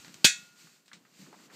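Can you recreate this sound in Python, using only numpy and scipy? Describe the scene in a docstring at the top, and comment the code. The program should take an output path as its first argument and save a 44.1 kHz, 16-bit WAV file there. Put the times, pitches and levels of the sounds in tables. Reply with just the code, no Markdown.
"""One hard knock thumps the deck of a slow treadmill and sets its metal frame ringing.
A dog is walking on it, close to the microphone in a small room: its claws tick and its
soft pads thud, among dull taps of belt and deck. The belt swishes over the deck with
the stride, above a low rumble and a faint hiss."""
import sys
import numpy as np
from scipy import signal
from scipy.fft import rfft, irfft
from scipy.io import wavfile

SR = 44100
rng = np.random.default_rng(int(sys.argv[2]) if len(sys.argv) > 2 else 0)


def master(y):
    """Save y as 16-bit WAV."""
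    cut = np.clip(np.atleast_2d(y).T, -1, 1)
    pcm = np.round(cut * 32767)  # scale
    wavfile.write(sys.argv[1], SR, pcm.astype(np.int16))


N = 68355

# A t60 is the time a sound takes to fade by 60 dB. A colour says how strong each frequency is.
# Colour of the knock's bright crash: frequency_hz, level_db
CRASH_COLOUR = [(800, -21.5), (1700, -7), (3000, -4), (4600, -2.5), (6000, -6), (9000, -14), (15000, -21)]
# Low notes of the struck deck: pitch_hz, level_db, t60_s
DECK_NOTES = [(150, -11.5, .04), (203, 0, .035), (279, -1.5, 0.021), (373, -1, .028), (535, -0.5, 0.013),
              (864, -7, .025)]
# Ringing notes of the metal frame: pitch_hz, level_db, t60_s
FRAME_NOTES = [(1424, -49, 1.1), (1464, -30, .25), (1590, -24, .14), (1676, -27, .21), (1900, -30, .29),
               (2186, -28, .25), (2380, -24, .13), (2472, -20, .2), (2564, -20, .19), (2612, -29, .38),
               (3282, -26, .25), (3465, -15, .11), (3745, -25, .23), (4495, -27, .21), (5760, -28, .22),
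               (5959, -27, .22), (6600, -30, .24), (6891, -27, .22), (7052, -26, .2), (7210, -30, .27),
               (7790, -34, .25)]
# Colour and fade of the dense ring of frame and room: frequency_hz, level_db, t60_s
CLATTER_BANDS = [(60, -39, .12), (168, -18, .23), (600, -24.5, 0.18), (1220, -24.5, 0.27), (1540, -6, .2),
                 (2600, -2, 0.19), (3030, -7.5, .2), (3500, -2, 0.16), (4420, -5.5, 0.24), (5100, -9, .22),
                 (6900, -0.5, 0.23), (8500, -8.5, 0.21), (10000, -15.5, 0.17), (14800, -19, .14),
                 (16000, -30, .1)]
# Claw ticks: start_s, level_db, tail_level_db, brightness_db_per_octave
CLAW_TICKS = [(0.0476, -31.5, -54, -2.5), (.057, -42, -62, -10.5), (0.081, -33.5, -59, -3),
              (.0938, -41, -64, -3.5), (0.1428, -29, -54.5, 3), (.859, -51, -66.5, 5),
              (0.8806, -41, -60.5, -1), (0.932, -33, -49.5, -.5), (0.9392, -48, -60, -8.5)]
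# Colour of a claw tick: frequency_hz, level_db
TICK_COLOUR = [(60, -49.5), (180, -17.5), (900, -12), (1500, -2), (4400, -1), (5400, -5), (8300, -6),
               (10000, -27), (15000, -23.5)]
# Soft paws landing on the deck: start_s, level_db, pitch_hz
PAD_FALLS = [(0.024, -49, 175.5), (0.069, -48, 171), (.092, -46.5, 195), (0.148, -48.5, 145),
             (0.187, -63, 149), (0.384, -50, 174), (0.424, -51.5, 167.5), (.505, -60, 165),
             (.641, -52, 165), (.940, -55, 208), (.967, -57, 174), (1.008, -64, 160), (1.192, -43, 194.4),
             (1.218, -43, 190), (1.271, -43.5, 283), (1.392, -76.5, 201.7), (1.510, -51, 198.6),
             (1.541, -51, 242)]
# Dull taps of belt and deck: start_s, level_db, centre_hz, t60_s
DULL_TAPS = [(0.061, -54, 1650, 0.11), (0.669, -59, 1220, .09), (.9148, -52.5, 1480, 0.1),
             (1.050, -58, 1480, .1), (1.263, -55, 1270, 0.056), (1.328, -42, 850, 0.023),
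             (1.339, -49, 930, 0.064), (1.387, -60, 1270, 0.19), (1.499, -57, 1414, 0.14),
             (1.520, -65, 880, .2)]
# Loudness of the belt's swish: time_s, level_db
SWISH_LEVELS = [(0, -55), (.11, -58.5), (.22, -60), (.40, -56), (.55, -66), (.60, -56), (.70, -61),
                (.77, -65), (.83, -73.5), (.89, -74.5), (1.03, -72), (1.11, -68.5), (1.21, -56),
                (1.25, -59), (1.32, -64), (1.46, -59.5), (1.49, -71.5), (1.55, -52.5)]
# Colour of the swish: frequency_hz, level_db
SWISH_COLOUR = [(200, -9), (600, -14.5), (1400, -2), (2700, 1.5), (3400, -1.5), (4500, 3), (5400, -1.5),
                (7400, 1.5), (8600, -5.5), (9800, -16.5), (13500, -10), (15000, -13.5), (16000, -33.5)]
# Loudness of the deck's rumble: time_s, level_db
RUMBLE_LEVELS = [(0, -63.5), (.2, -62), (.35, -68.5), (.5, -70), (.68, -68), (.82, -73), (.9, -73.5),
                 (.96, -65.5), (1.04, -68), (1.15, -69.5), (1.22, -64.5), (1.36, -60.5), (1.46, -62.5),
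                 (1.55, -58)]
# Colour of the rumble: frequency_hz, level_db
DECK_COLOUR = [(30, -30.5), (85, -29), (125, -6), (170, 1), (300, -2), (550, -10), (1200, -12.5),
               (3000, -24), (9000, -42)]

KNOCK_S, EARLIER_KNOCK_S = 0.244, -0.26  # the earlier knock comes before the scene opens
DECK_LOW_HZ = 110  # thumps and thuds are thinned below this


def knock():
    """A hard contact crashes, thumps the deck and leaves the frame ringing."""
    crash = undb(-16) * noise(colour(CRASH_COLOUR)) * fade(KNOCK_S, 0.00067, t60_s=0.062, hold_s=0.011)
    deck = ring(DECK_NOTES, KNOCK_S + 0.002, rise_s=0.000074)
    thump = undb(-20.5) * highpass(deck, DECK_LOW_HZ)
    frame = ring(FRAME_NOTES, KNOCK_S, rise_s=0.0011)
    return crash + squeak() + thump + frame + clatter() + overtones()


def squeak():
    """A brief note of the contact sinks as the parts press together."""
    start_hz, end_hz, sink_s = 4800, 3247, 0.0054
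    pitch_hz = end_hz + (start_hz - end_hz) * np.exp(-(since(KNOCK_S) / sink_s) ** 2)
    tone = np.sin(2 * np.pi * np.cumsum(pitch_hz) / SR)
    return undb(-12) * tone * fade(KNOCK_S, 0.0001, t60_s=0.039, hold_s=0.0064)


def clatter():
    """Countless close notes of frame and room blur into noise; each band fades at its own pace."""
    band_hz, _, t60s = np.array(CLATTER_BANDS).T
    spectrum = rfft(noise(colour(CLATTER_BANDS)))
    out = 0
    for this_band, t60_s in zip(np.eye(len(band_hz)), t60s):
        share = np.interp(octaves(), np.log2(band_hz), this_band)  # 1 here, 0 at the next band
        out += irfft(spectrum * share, N) * fade(KNOCK_S, 0.0015, t60_s)
    return undb(-16.5) * out


def overtones(count=70):
    """Weak high notes of the frame follow the clatter's colour; the higher ones die sooner."""
    low_hz, high_hz, scatter_db = 3325, 12530, 3
    place, strength = rng.random((count, 2)).T
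    pitch_hz = low_hz * (high_hz / low_hz) ** ((np.arange(count) + place) / count)
    band_hz, band_db, _ = np.array(CLATTER_BANDS).T
    level_db = -31 + np.interp(pitch_hz, band_hz, band_db) + scatter_db * (2 * strength - 1)
    t60_s = 0.29 * (low_hz / pitch_hz) ** 0.45
    return ring(zip(pitch_hz, level_db, t60_s), KNOCK_S, rise_s=0.005)


def claws():
    """Each claw gives a sharp tick, a tiny scratch and a short tail from deck and room."""
    out = 0
    for start_s, level_db, tail_db, brightness in CLAW_TICKS:
        gain = colour(TICK_COLOUR, brightness)
        scratch = undb(level_db - 10.5) * fade(start_s, 0.0001, t60_s=0.0092)
        tail = undb(tail_db) * fade(start_s, 0.0011, t60_s=0.17)
        out += undb(level_db) * click(gain, start_s) + (scratch + tail) * noise(gain)
    return out


def pads():
    """Soft paws push the deck into a low ring that lingers in the room."""
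    out = 0
    for start_s, level_db, pitch_hz in PAD_FALLS:
        thud = ring([(pitch_hz, level_db, 0.07)], start_s, rise_s=0.002)
        room = noise(hump(pitch_hz, width_octaves=0.86) * colour(DECK_COLOUR) ** 0.5)
        out += thud + undb(level_db - 10.5) * room * fade(start_s, 0.0025, t60_s=0.26)
    return highpass(out, DECK_LOW_HZ)


def taps():
    """Belt and deck tap dully, each tap a quickly fading puff of noise."""
    return sum(undb(level_db) * noise(hump(centre_hz, width_octaves=0.78)) * fade(start_s, 0.00038, t60_s)
               for start_s, level_db, centre_hz, t60_s in DULL_TAPS)


def treadmill():
    """The belt swishes as the stride presses on it; the deck rumbles beneath."""
    swish = loudness(SWISH_LEVELS) * noise(colour(SWISH_COLOUR))
    rumble = loudness(RUMBLE_LEVELS) * noise(colour(DECK_COLOUR))
    return swish + rumble


def undb(db):
    """Turns decibels into a gain, the number a sound is multiplied by."""
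    return 10 ** (np.asarray(db) / 20)


def since(start_s):
    """Seconds since a moment, zero before it."""
    return np.maximum(np.arange(N) / SR - start_s, 0)


def loudness(points):
    """Gain over time through (time_s, level_db) points."""
    return undb(np.interp(since(0), *np.array(points).T))


def fade(start_s, rise_s, t60_s, hold_s=0):
    """A gain that rises quickly, then dies away once the hold is over."""
    t = since(start_s)
    rise = 1 - np.exp(-t / rise_s)
    return rise * np.exp(-np.log(1000) * np.maximum(t - hold_s, 0) / t60_s)


def ring(notes, start_s, rise_s):
    """Pure tones that are struck together and die away."""
    return sum(undb(db) * fade(start_s, rise_s, t60_s) * np.sin(2 * np.pi * hz * since(start_s))
               for hz, db, t60_s in notes)


def octaves():
    """Each frequency of the spectrum, in octaves above 1 Hz."""
    return np.log2(np.maximum(np.fft.rfftfreq(N, 1 / SR), 1))


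def colour(points, tilt_db=0):
    """Gain at each frequency through (frequency_hz, level_db) points, tilted per octave."""
    hz, db = np.array(points).T[:2]
    return undb(np.interp(octaves(), np.log2(hz), db) + tilt_db * octaves())


def hump(centre_hz, width_octaves):
    """Gain at each frequency for one broad peak."""
    return 1 / (1 + ((octaves() - np.log2(centre_hz)) / width_octaves) ** 2) ** 1.5


def noise(gain):
    """Noise with a level of one, coloured by a gain at each frequency."""
    x = irfft(gain * np.exp(2j * np.pi * rng.random(len(gain))), N)
    return x / np.std(x)


def click(gain, start_s):
    """One coloured click with a peak of one."""
    x = irfft(gain, N)
    return np.roll(x / x[0], int(start_s * SR))


def highpass(x, hz):
    """Thins the bass."""
    return signal.sosfilt(signal.butter(2, hz, "high", fs=SR, output="sos"), x)


def scene():
    """Everything at one microphone, over its faint hiss."""
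    hiss = undb(-78) * rng.standard_normal(N)
    lingering_ring = ring(FRAME_NOTES, EARLIER_KNOCK_S, rise_s=0.001)
    return (treadmill() + knock() + lingering_ring + claws() + pads() + taps() + hiss)[None]


def record(dry):
    """Rounds off the loudest peaks, thins the bass and cuts the highest treble."""
    low_hz, top_hz = 90, 15300
    rounded = np.tanh(dry)
    treble_cut = signal.ellip(8, 0.2, 80, top_hz, fs=SR, output="sos")
    return signal.sosfilt(treble_cut, highpass(rounded, low_hz))


dry = scene()
out = record(dry)
master(out)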